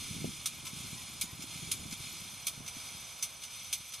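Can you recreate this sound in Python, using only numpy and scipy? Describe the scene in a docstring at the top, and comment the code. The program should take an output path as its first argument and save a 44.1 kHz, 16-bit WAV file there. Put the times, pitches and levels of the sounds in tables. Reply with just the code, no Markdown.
"""Sharp little snaps sound in a long-short rhythm, perhaps from a pulsing valve, on a hillside at night.
Each snap is followed by a faint tick, a softer return click and a fresh swell of hiss, all ringing in
one hollow body. A bush cricket rasps its wings, high and faint on the left. Soft low bumps and rumble
touch the microphone, over a distant wash of noise with a few far yelps."""
import sys
import numpy as np
from scipy import signal
from scipy.fft import rfft, irfft
from scipy.io import wavfile

SR = 44100
rng = np.random.default_rng(int(sys.argv[2]) if len(sys.argv) > 2 else 0)


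def dump(signal):
    """Clip the signal to [-1, 1] and save it as 16-bit WAV at the path in sys.argv[1]."""
    limited = np.clip(np.atleast_2d(signal).T, -1, 1)
    pcm = np.round(limited * 32767).astype(np.int16)
    wavfile.write(sys.argv[1], SR, pcm)


N = 176400  # 4 seconds

# The valve's strokes. Each row: start in seconds, then the snap, return click and hiss levels in dB.
VALVE_STROKES = [(-.30, -23, -36, -43), (0.4567, -27.5, -39, -44), (1.2108, -27.5, -40, -44.5),
                 (1.7136, -27, -39, -44.5), (2.4673, -27, -39.5, -45), (3.2246, -27, -40.5, -46),
                 (3.7265, -27, -39.5, -44.5)]
# How alike the valve is on left and right. Each row: frequency in Hz, likeness from 0 to 1 (identical).
VALVE_LIKENESS = [(500, 0.91), (1300, 0.63), (2200, .998), (4400, 1), (5600, 0.94), (8000, 0.54),
                  (12000, 0.63), (15000, 0.28)]
# The tone of the rumble at the microphone. 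Each row: frequency in Hz, relative level in dB.
RUMBLE_COLOUR = [(20, -16), (45, -15), (80, -2), (140, -0.5), (210, -4.5), (310, -9), (430, -18.5),
                 (800, -39.5), (2000, -56.5)]
SIDES = np.array([[.5], [-.5]])  # adds half of a value on the left, takes half away on the right


def amp(db):
    """Turns decibels into a number to multiply by."""
    return 10 ** (np.asarray(db) / 20)


def unit(x):
    """Scales a signal to an average power of 1."""
    return x / np.sqrt(np.mean(x ** 2) + 1e-20)


def bins():
    """The frequencies, in Hz, that make up a sound of N samples."""
    return np.fft.rfftfreq(N, 1 / SR)


def by_hz(points):
    """Joins (Hz, value) rows into a curve over all frequencies, with octaves evenly spaced."""
    hz, value = np.transpose(points)
    return np.interp(np.log(bins() + 1), np.log(hz + 1), value)


def by_time(points):
    """Joins (seconds, value) rows into a curve with a value for every sample."""
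    return np.interp(np.arange(N) / SR, *np.transpose(points))


def wander(rate_hz):
    """A smooth random wobble of average power 1; a higher rate wobbles faster."""
    smoothing = np.exp(-(bins() / rate_hz) ** 2)
    return unit(irfft(rfft(rng.standard_normal(N)) * smoothing, N))


def paired(two, likeness):
    """Blends two unrelated signals into a left and right that are as alike as the table says."""
    alike = np.clip(by_hz(likeness), -1, 1)
    mid, side = rfft(two) * np.sqrt([(1 + alike) / 2, (1 - alike) / 2])
    return irfft(np.array([mid + side, mid - side]), N)


def coloured(x, gain):
    """Shapes a sound's tone with a gain for each frequency; white noise keeps its power."""
    cepstrum = irfft(np.log(np.maximum(unit(gain), 1e-5)), N)
    # Folding the second half onto the first makes the filter ring after a click, never before it.
    cepstrum[..., 1:N // 2] *= 2
    cepstrum[..., N // 2 + 1:] = 0
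    return irfft(rfft(x) * np.exp(rfft(cepstrum)), N)


def left_first(two, lead_s):
    """Lets the left side arrive before the right; a negative lead puts the right first."""
    return irfft(rfft(two) * np.exp(2j * np.pi * bins() * lead_s * SIDES), N)


def distant_wash():
    """Faint far-off noise, its middle pitches stronger on the right."""
    # Its tone. Each row: frequency in Hz, relative level in dB.
    colour = [(20, -27), (60, 8.5), (150, 4.5), (350, -7.5), (700, 1), (1050, 1.5), (1500, -3), (2000, -6),
              (5000, -26.5), (15000, -36)]
    # Its direction. Each row: frequency in Hz, left minus right in dB.
    pan = [(100, 0), (350, -1.5), (700, -4.5), (1050, -8.5), (1500, -8), (2200, 3.5)]
    # How alike its two sides are. Each row: frequency in Hz, likeness from 0 to 1.
    likeness = [(60, 0.94), (200, 1), (400, 0.74), (1300, 0.15), (1900, 0.1), (2600, 1)]
    # Its rise and fall. 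Each row: time in seconds, level in dB.
    level = [(0, -59.5), (1, -58), (2.4, -58), (2.85, -55.5), (3.3, -58), (4, -61.5)]
    noise = paired(rng.standard_normal((2, N)), likeness)
    gain = amp(by_hz(colour) + SIDES * by_hz(pan))
    return coloured(noise, gain) * amp(by_time(level))


def far_yelps():
    """Very distant yelps, perhaps a dog: two wavering tones each, barely above the wash."""
    # Each row: middle of the yelp in seconds, level in dB, lower tone in Hz, upper tone in Hz.
    yelps = [(.675, -56, 1035, 1313), (.995, -57.5, 1015, 1920), (1.31, -58, 1000, 1900)]
    fade_s, waver_hz, upper_db = 0.033, 25.2, -3.5
    t, out = np.arange(N) / SR, np.zeros(N)
    waver = waver_hz * np.cumsum(wander(rate_hz=68)) / SR
    for centre, db, lower_hz, upper_hz in yelps:
        lower = np.sin(2 * np.pi * (lower_hz * t + waver))
        upper = amp(upper_db) * np.sin(2 * np.pi * (upper_hz * t + waver))
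        out += amp(db) * np.exp(-((t - centre) / fade_s) ** 2) * (lower + upper)
    return out


def microphone_rumble():
    """Lumpy low buffeting at the microphone that dies away unevenly."""
    # How alike its two sides are. Each row: frequency in Hz, likeness from 0 to 1.
    likeness = [(50, 1), (150, 0.87), (400, 0.86)]
    # Its rise and fall. Each row: time in seconds, level in dB.
    level = [(0, -50.5), (.2, -49), (.3, -47), (.37, -55.5), (.52, -56.5), (.72, -54), (1.1, -56),
             (1.35, -56), (1.75, -50), (1.98, -53), (2.3, -57.5), (2.46, -63), (2.63, -53.5), (2.7, -66),
             (2.95, -59), (3.25, -69), (4, -67)]
    lump_db = 3
    lumps = unit(rng.standard_normal((2, N)) * amp(lump_db * wander(rate_hz=57)))
    return coloured(paired(lumps, likeness), amp(by_hz(RUMBLE_COLOUR))) * amp(by_time(level))


def microphone_bumps():
    """Dull rounded knocks, a wave or two long, each with a little scuff and a soft rustle around it."""
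    # Each row: middle of the bump in seconds, level in dB, pitch in Hz.
    bumps = [(0.1127, -38, 165), (0.1673, -35, 151), (0.206, -37, 190), (.2455, -28.5, 596),
             (0.2459, -33, 310), (0.255, -27.5, 202), (0.278, -34.5, 190), (0.2942, -39, 210),
             (.735, -40, 179), (.808, -42.5, 161), (0.932, -38, 160), (1.243, -38.5, 177),
             (1.3334, -40, 145), (1.396, -40, 225), (1.442, -40.5, 250), (1.561, -42, 183),
             (1.632, -37, 150), (1.9283, -37.5, 198), (2.006, -42, 109), (2.2205, -39.5, 180),
             (2.579, -43.5, 170), (2.6062, -40, 192), (2.77, -38, 218), (2.951, -44.5, 161),
             (3.804, -48, 141)]
    fade_cycles, rustle_db, rustle_fade_s = 0.68, -19.5, 0.015
    t, out = np.arange(N) / SR, np.zeros(N)
    scuff = 0.24 * wander(rate_hz=500)
    rustle = amp(rustle_db) * coloured(rng.standard_normal(N), amp(by_hz(RUMBLE_COLOUR)))
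    for centre, db, hz in bumps:
        age = t - centre
        knock = np.exp(-(age * hz / fade_cycles) ** 2) * (scuff - np.cos(2 * np.pi * hz * age))
        out += amp(db) * (knock + rustle * np.exp(-abs(age) / rustle_fade_s))
    return out


def bush_cricket():
    """Pairs of short wing strokes; the wing rings in a narrow band that rises through each rasp."""
    first_s, period_s, jitter_s = -.017, .11013, 0.0022
    stroke_s, second_stroke_s = .032, .037
    pitch_hz, glide_hz, width_hz = 11400, 770, 600
    level_db, uneven_db, pan_db = -60, 2.5, 8.5
    cycle = (np.arange(N) / SR - first_s + jitter_s * wander(rate_hz=8.2)) % period_s
    age = np.where(cycle < second_stroke_s, cycle, cycle - second_stroke_s)
    progress = np.clip(age / stroke_s, 0, 1)
    phase = 2 * np.pi * np.cumsum(pitch_hz + glide_hz * progress) / SR
    rasp = wander(width_hz) * np.cos(phase) + wander(width_hz) * np.sin(phase)
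    level = level_db + uneven_db * wander(rate_hz=14) + SIDES * pan_db
    return rasp * np.sin(np.pi * progress ** 0.98) * amp(level)


def hollow_body(colour):
    """Left and right gain at each frequency when a sound of this colour rings in the valve's body."""
    # The pitches at which the body rings. Each row: frequency in Hz, width in Hz, relative level in dB.
    resonances = [(2114, 65, -4), (2298, 176, -3.5), (2426, 42, -1), (2595, 130, -4.5), (2913, 200, -4),
                  (3247, 210, -3), (3308, 186, 1.5), (3615, 206, 2.76), (3790, 34, 0.5), (4150, 193, 0.9),
                  (4333, 120, -1.5), (4555, 78, -5.5), (4720, 130, -4.5), (4972, 101, 2), (5140, 140, 1),
                  (5540, 184, -1), (5760, 180, -5), (6057, 140, 3), (6367, 190, 0), (6595, 120, -0.5),
                  (6873, 91, -1), (7720, 305, -2), (8030, 140, -6), (8770, 170, -0.5), (9034, 133, 0),
                  (9330, 174, 2), (9770, 220, -6), (10040, 87, 0.5), (10150, 150, -5), (10400, 150, -5.5),
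                  (10840, 130, -4), (11850, 72, -7), (12800, 480, -12)]
    # What it passes between those pitches. Each row: frequency in Hz, relative level in dB.
    base = [(100, -36.5), (700, -29), (1280, -11.5), (1600, -20), (1900, -20), (2300, -10.5), (3000, -8),
            (4000, -25), (7300, -13.5), (8450, -12.5), (11000, -8.5), (12300, -12.5), (13300, -15),
            (14900, -19), (15700, -50)]
    # The direction of its treble. Each row: frequency in Hz, left minus right in dB.
    treble_pan = [(4900, 3), (5280, -4), (5480, 5), (5700, -1), (5950, -8), (6200, -1.5), (6350, 0.5),
                  (7000, -1), (7400, 0.5), (9000, -2.5), (10700, -1), (12000, -2), (15000, -0.5)]
    hz = bins()
    power = amp(by_hz(base)) ** 2
    for centre, width, db in resonances:
        peak = amp(db) / (1 + ((hz - centre) / width) ** 2) ** 2
        power += peak ** 2
    pan_db = by_hz(treble_pan) * (hz > 4800)  # lower pitches stay in the middle
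    return np.sqrt(power) * amp(by_hz(colour) + SIDES * pan_db)


def body_echoes(two):
    """Many weak reflections inside the body give the valve a fine metallic grain."""
    echo_db, ring_s = -17, 0.068  # ring_s is the time to fade by 60 dB
    t = np.arange(SR // 10) / SR
    tail = rng.standard_normal(len(t)) * amp(-60 * t / ring_s)
    tail /= np.linalg.norm(tail)
    return two + amp(echo_db) * signal.fftconvolve(two, tail[None], axes=1)[:, :N]


def treble_drift(sound):
    """One treble band of the valve swells and then sinks, while a band below it does the opposite."""
    # The upper band's rise and fall. Each row: time in seconds, gain in dB.
    drift = [(0, -1), (1.7, 4.5), (2.6, -4), (4, -6)]
    upper_hz, lower_hz, width_hz = 7000, 6100, 340
    for hz, share in (upper_hz, 1), (lower_hz, -0.52):
        band = irfft(rfft(sound) * np.exp(-((bins() - hz) / width_hz) ** 2), N)
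        sound = sound + band * (amp(share * by_time(drift)) - 1)
    return sound


def valve_hiss():
    """The flow swells after each return click and then ebbs, over a small steady leak."""
    # The tone of the hiss before the body shapes it. Each row: frequency in Hz, relative level in dB.
    colour = [(500, 2), (2000, 4), (3300, 0), (5000, 0), (6500, -0.5), (9500, 0), (11800, -2),
              (14200, -2.5), (15200, -63)]
    delay_s, rise_s, fall_db_per_s, leak_db = 0.22, 0.098, 10, -57.5
    t, flow = np.arange(N) / SR, np.zeros(N)
    for start, _, _, db in VALVE_STROKES:
        age = t - start - delay_s
        opening = np.clip(age / rise_s, 0, 1) ** .5
        ebbing = amp(db - fall_db_per_s * np.maximum(age - rise_s, 0))
        flow = np.maximum(flow, opening * ebbing)
    jet = rng.standard_normal((2, N)) * np.hypot(flow, amp(leak_db))
    jet *= amp(.5 * wander(rate_hz=100))  # flutters by about half a dB
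    return coloured(paired(jet, VALVE_LIKENESS), hollow_body(colour))


def burst(start, rise_s, fade_s):
    """The loudness of one click: a quick rise, then a fall of 60 dB every fade_s seconds."""
    age = np.maximum(np.arange(N) / SR - start, 0)
    return np.minimum(age / rise_s, 1) * amp(-60 * np.maximum(age - rise_s, 0) / fade_s)


def valve_clicks():
    """Snap, tick and return click: each a tight rattle of tiny impacts in the body, the soft two duller."""
    # The tone of the clicks before the body shapes it. Each row: frequency in Hz, relative level in dB.
    colour = [(500, 1), (2000, 1.5), (3300, -0.5), (5000, 0.5), (6500, 2.5), (9500, 4), (12500, 3.5),
              (15000, 10)]
    tick_after_s, return_after_s = 0.1924, .2095
    tick_below_return_db, grain_db, dull_db_per_khz = 4, 1.5, 0.63
    hard, soft = np.zeros((2, N))
    for start, snap_db, return_db, _ in VALVE_STROKES:
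        tick_db = return_db - tick_below_return_db
        hard += amp(snap_db) * burst(start, rise_s=0.0025, fade_s=0.11)
        soft += amp(tick_db) * burst(start + tick_after_s, rise_s=0.0045, fade_s=0.11)
        soft += amp(return_db) * burst(start + return_after_s, rise_s=0.0019, fade_s=0.13)
    impacts = unit(rng.standard_normal((2, N)) * amp(grain_db * wander(rate_hz=660)))
    rattle = paired(impacts, VALVE_LIKENESS)
    bright = hollow_body(colour)
    dull = bright * amp(-dull_db_per_khz * bins() / 1000)
    return coloured(rattle * hard, bright) + coloured(rattle * soft, dull)


def scene():
    """The night air, with the cricket and the valve on top."""
    far = left_first(distant_wash() + far_yelps(), lead_s=-0.000034)
    low = left_first(microphone_rumble() + microphone_bumps(), lead_s=0.0005)
    valve = body_echoes(treble_drift(valve_clicks() + valve_hiss()))
    return far + low + bush_cricket() + valve


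def record(dry):
    """Cuts off the very highest treble, above 16300 Hz."""
    low_pass = signal.firwin(255, 16300, window=("kaiser", 9), fs=SR)
    return signal.oaconvolve(dry, low_pass[None], "same", axes=1)


dry = scene()
out = record(dry)
dump(out)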